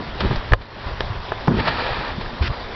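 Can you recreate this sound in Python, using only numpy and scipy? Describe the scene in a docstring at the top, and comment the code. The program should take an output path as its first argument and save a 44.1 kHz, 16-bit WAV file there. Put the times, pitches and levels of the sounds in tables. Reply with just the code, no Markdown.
"""A wooden porch, with steady rain on the trees and yard beyond, heard through a dull little microphone.
Far drops merge into a wash, nearer ones patter, and a draught buffets the microphone.
Right at the microphone the camera is handled: its case knocks and thumps, and something rubs over it,
rumbling and then hissing away. The hardest knock overloads the recorder, whose gain control ducks
the rain for a moment."""
import sys
import numpy as np
from scipy import signal
from scipy.fft import rfft, irfft
from scipy.io import wavfile
from scipy.ndimage import uniform_filter1d

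SR = 44100
rng = np.random.default_rng(int(sys.argv[2]) if len(sys.argv) > 2 else 0)


def persist_wave(psi):
    """Save psi, clipped to +-1, as 16-bit WAV."""
    counts = np.round(np.clip(psi, -1, 1) * 32767).astype(np.int16)
    wavfile.write(sys.argv[1], SR, np.atleast_2d(counts).T)


N = 121275
T = np.arange(N) / SR

# Spectra: f/Hz, relative level/dB
DRAUGHT_SPECTRUM = [(10, -13.5), (25, 0.5), (45, 0), (75, -1), (130, -6.5), (220, -20), (500, -52.5)]  # air buffeting the microphone
RAIN_SPECTRUM = [(88, -35.5), (150, -8), (227, -1), (253, -1.5), (309, -4), (333, -3), (360, -2.5),
                 (562, -0.5), (666, -2), (891, -2.5), (978, 0), (1270, -6.5), (1860, -7), (2650, -14.5),
                 (3500, -11), (4980, -18.5), (5900, -27.5), (7670, -66), (13000, -120)]  # far rain on trees and yard
RUMBLE_SPECTRUM = [(20, 11), (60, 3.5), (130, -1.5), (230, -4), (310, -8), (380, -6), (480, -14),
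                   (900, -26.5), (1500, -24), (2500, -49)]  # rubbing, heard through the case
HISS_SPECTRUM = [(180, -52.5), (300, -8), (595, 1.5), (718, -1.5), (910, 5), (1080, -3.5), (1310, 1),
                 (1500, -4.5), (1780, 1.5), (2150, -8.5), (2380, -2.5), (2620, -8), (4490, -10),
                 (5340, -21), (5900, -35.5), (7670, -73), (13000, -120)]  # friction on its surface
SWIPE_SPECTRUM = [(200, -9), (600, -18), (1200, 6), (1900, 4), (2800, 3), (4000, -0.5), (5200, -3.5),
                  (6000, -18)]  # a brighter swipe
RATTLE_SPECTRUM = [(80, -0.5), (300, -4.5), (600, 14), (1000, -5.5), (1800, -9.5), (2300, -14),
                   (3500, -2.5), (5500, -9.5)]  # the case rattling after a knock

# Rumble of each rubbing stroke: bass cut-off f/Hz, curve of (t/s, level/dB)
RUMBLE_STROKES = [(120, [(0, -21), (.04, -28), (.07, -56)]), (25, [(.15, -26), (.2, -31.5), (.225, -15.5),
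                  (.28, -20.5), (.335, -18.5), (.37, -26.5), (.42, -56)]), (70, [(.57, -29), (.615, -26),
                  (.68, -41.5), (.8, -30.5), (.9, -56.5)]), (111, [(1.475, -13.5), (1.487, -8),
                  (1.53, -8.5), (1.56, -16.5), (1.6, -13.5), (1.63, -23.5), (1.8, -32), (2.05, -32.5),
                  (2.2, -31), (2.26, -56)]), (50, [(2.4, -27), (2.42, -20.5), (2.47, -30.5),
                  (2.52, -44.5)])]
# Hiss of the rubbing, one curve a stroke: t/s, level/dB
HISS_STROKES = [
    [(.19, -43), (.21, -21), (.23, -32), (.27, -27), (.30, -36), (.32, -27), (.39, -38.5)],
    [(.60, -52), (.615, -25), (.65, -40.5), (.72, -46), (.80, -34.5), (.87, -37), (.92, -60)],
    [(1.52, -36.5), (1.562, -33), (1.6, -21), (1.616, -27.5), (1.648, -27.5), (1.684, -15), (1.698, -25),
     (1.758, -25.5), (1.81, -23.5), (1.95, -26.5), (2.118, -30), (2.16, -48)],
    [(2.19, -52), (2.216, -26.5), (2.236, -43)],
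]
# Hiss of the last quick swipe: t/s, level/dB
LAST_SWIPE = [(2.405, -53), (2.425, -27), (2.445, -30.5), (2.48, -26), (2.492, -54)]
# Soft blows that rock the camera: t/s, level/dB, f/Hz, rise time/s
SOFT_BLOWS = [(0.227, -23.5, 210, .005), (0.304, -14, 125.2, .008), (0.368, -16, 28, 0.01),
              (.514, -4, 41, 0.015), (0.5249, -3, 101.8, 0.0081), (1.098, -18.5, 106, 0.0088),
              (1.4802, -4, 162, 0.0036), (1.504, -14, 239, 0.013), (1.568, -18, 58.8, 0.013),
              (2.182, -18, 180, 0.0023), (2.408, -9.5, 72.5, 0.0092)]
# Modes of the camera case: f/Hz, level/dB, t60/s
CASE_MODES = [(388, -8, 0.028), (550, -18, 0.097), (762, -14, .035), (862, -6, 0.02), (1037, -10.5, 0.045),
              (1232, -10.5, .03), (1721, -3.5, 0.017), (2476, -21, 0.023), (2930, -13.5, 0.022),
              (3260, -10.5, 0.015), (4380, -9.5, 0.0063), (5250, -13, 0.01)]
# Knocks on the case: t/s, level/dB, brightness f/Hz, rattle decay time/s
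CASE_KNOCKS = [(0.2058, -15, 4050, 0.0053), (0.309, -16.5, 1040, 0.0038), (0.359, -22.5, 5000, .008),
               (0.521, -9.5, 2200, 0.0058), (.5342, 5.5, 1987, 0.0058), (1.0061, -12, 3570, 0.0031),
               (1.3195, -14, 1520, 0.0058), (1.4788, -7, 1086, 0.0053), (1.599, -16.5, 2470, 0.0011),
               (2.181, -21, 355, 0.0013), (2.261, -24, 1800, 0.0066)]


def amp(db):
    """Decibels to gain."""
    return 10 ** (np.asarray(db) / 20)


def unit(x):
    """Scales to an rms of 1."""
    return x / np.sqrt(np.mean(x ** 2) + 1e-20)


def colour(x, spectrum):
    """Shapes a sound by a spectrum drawn on a log-frequency axis, at an rms of 1."""
    hz, db = np.transpose(spectrum)
    bin_hz = np.fft.rfftfreq(len(x), 1 / SR)
    gain = amp(np.interp(np.log(bin_hz + 1), np.log(hz + 1), db))
    return unit(irfft(rfft(x) * gain, len(x)))


def wander(hz):
    """Random motion slower than hz, at an rms of 1."""
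    bin_hz = np.fft.rfftfreq(N, 1 / SR)
    return unit(irfft(rfft(rng.standard_normal(N)) / (1 + (bin_hz / hz) ** 4), N))


def add(mix, start_s, sound):
    """Mixes a sound in at a time."""
    part = mix[max(round(start_s * SR), 0):][:len(sound)]
    part += sound[:len(part)]


def low_pass(x, hz):
    """A steep treble cut."""
    taps = signal.firwin(181, hz, window=("kaiser", 8), fs=SR)
    return signal.oaconvolve(x, taps[None], "same")


def far_rain(db=-33.5, patch_db=2, flicker_db=0.3):
    """Out in the trees and yard, countless drops merge into a wash with drifting patches."""
    _, _, spectrogram = signal.stft(rng.standard_normal(N), SR, nperseg=512)
    patches = uniform_filter1d(rng.standard_normal(spectrogram.shape), size=7, axis=0)  # across pitch
    patches = unit(uniform_filter1d(patches, size=10, axis=1))  # across time
    wash = signal.istft(spectrogram * amp(patch_db * patches), SR)[1][:N]
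    return amp(db + flicker_db * wander(hz=23)) * colour(wash, RAIN_SPECTRUM)


def near_drops(db=-41, drops_per_s=1100, spread_db=1.5, decay_cycles=3.5, pitches=24):
    """Closer to the porch, drops patter on leaves and boards, each ringing for a few cycles."""
    t = np.arange(SR // 40) / SR
    patter = np.zeros(N)
    for hz in np.geomspace(700, 5000, pitches):
        sizes = amp(spread_db * np.minimum(rng.exponential(1, N), 4))
        lands = rng.random(N) < drops_per_s / pitches / SR
        ping = np.sin(2 * np.pi * hz * t) * np.exp(-t * hz / decay_cycles)
        patter += signal.oaconvolve(sizes * lands, ping)[:N]
    return amp(db) * unit(patter)


def draught(db=-33.5, gust_db=4):
    """Air buffets the microphone with a low, lumpy rumble."""
    return amp(db + gust_db * wander(hz=12)) * colour(rng.standard_normal(N), DRAUGHT_SPECTRUM)


def friction(strokes, spectrum, grain_db):
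    """A rubbed surface slips unevenly, following the strength of each stroke."""
    slips = rng.standard_normal(N) * amp(grain_db * wander(hz=250))
    strength = sum(amp(np.interp(T, *np.transpose(curve), left=-120, right=-120)) for curve in strokes)
    return colour(slips, spectrum) * strength


def rubbing(hiss_grain_db=-0.83, rumble_grain_db=3.5):
    """Something rubs over the camera: the surface hisses and the case rumbles."""
    hiss = amp(-0.5) * friction(HISS_STROKES, HISS_SPECTRUM, hiss_grain_db)
    swipe = friction([LAST_SWIPE], SWIPE_SPECTRUM, hiss_grain_db)
    rumble = np.zeros(N)
    for cut_hz, curve in RUMBLE_STROKES:
        bass_cut = signal.butter(2, cut_hz, "high", fs=SR)
        rumble += signal.lfilter(*bass_cut, friction([curve], RUMBLE_SPECTRUM, rumble_grain_db))
    return hiss + swipe + rumble


def thump(db, hz, rise_s):
    """A soft blow rocks the camera in a few slow swings that swell and die."""
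    t = np.arange(SR // 4) / SR
    swell = t / rise_s * np.exp(1 - t / rise_s)
    return amp(db) * swell * np.sin(2 * np.pi * hz * t)


def knock(db, bright_hz, rattle_s, rattle_db=-4.5, contact_q=1.79):
    """A blow rings and rattles the case; the springy contact stresses bright_hz and dulls the top."""
    t = np.arange(SR // 8) / SR
    ring = sum((-1) ** k * amp(mode_db - 60 * t / t60) * np.sin(2 * np.pi * hz * t)
               for k, (hz, mode_db, t60) in enumerate(CASE_MODES))
    rattle = amp(rattle_db) * colour(rng.standard_normal(len(t)), RATTLE_SPECTRUM) * np.exp(-t / rattle_s)
    ratio = np.fft.rfftfreq(2 * len(t), 1 / SR) / bright_hz
    contact = 1 / (1 - ratio ** 2 + 1j * ratio / contact_q)
    return amp(db) * irfft(rfft(ring + rattle, 2 * len(t)) * contact)[:len(t)]


def handling():
    """Rubbing, knocks and thumps on the camera, right at the microphone."""
    mix = rubbing()
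    for start_s, *blow in CASE_KNOCKS:
        add(mix, start_s, knock(*blow))
    for start_s, *blow in SOFT_BLOWS:
        add(mix, start_s, thump(*blow))
    return mix


def scene():
    """From the porch, in mono: rain at a distance, draught and handling up close."""
    return (far_rain() + near_drops() + draught() + handling())[None]


def record(dry, mic_edge_hz=5850, limit_db=-10.5, react_s=0.0069, recover_db_per_s=38, clip_at=0.71):
    """A dull microphone feeds a gain control that falls fast and recovers slowly; the top peaks clip."""
    heard = low_pass(dry, mic_edge_hz)
    power_db = 10 * np.log10(abs(uniform_filter1d(heard[0] ** 2, size=220)) + 1e-12)
    recovery_db = T * recover_db_per_s
    held_db = np.maximum.accumulate(power_db + recovery_db) - recovery_db  # each peak ebbs slowly
    over_db = np.maximum(held_db - limit_db, 0)
    pole = np.exp(-1 / (react_s * SR))
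    ducked = heard * amp(-signal.lfilter([1 - pole], [1, -pole], over_db))
    excess = ducked - np.clip(ducked, -clip_at, clip_at)
    in_band = low_pass(excess, mic_edge_hz)
    overtones = amp(-11) * (excess - in_band)  # distortion above the microphone's range is muted
    return low_pass(ducked - in_band - overtones, hz=15600)


dry = scene()
out = record(dry)
persist_wave(out)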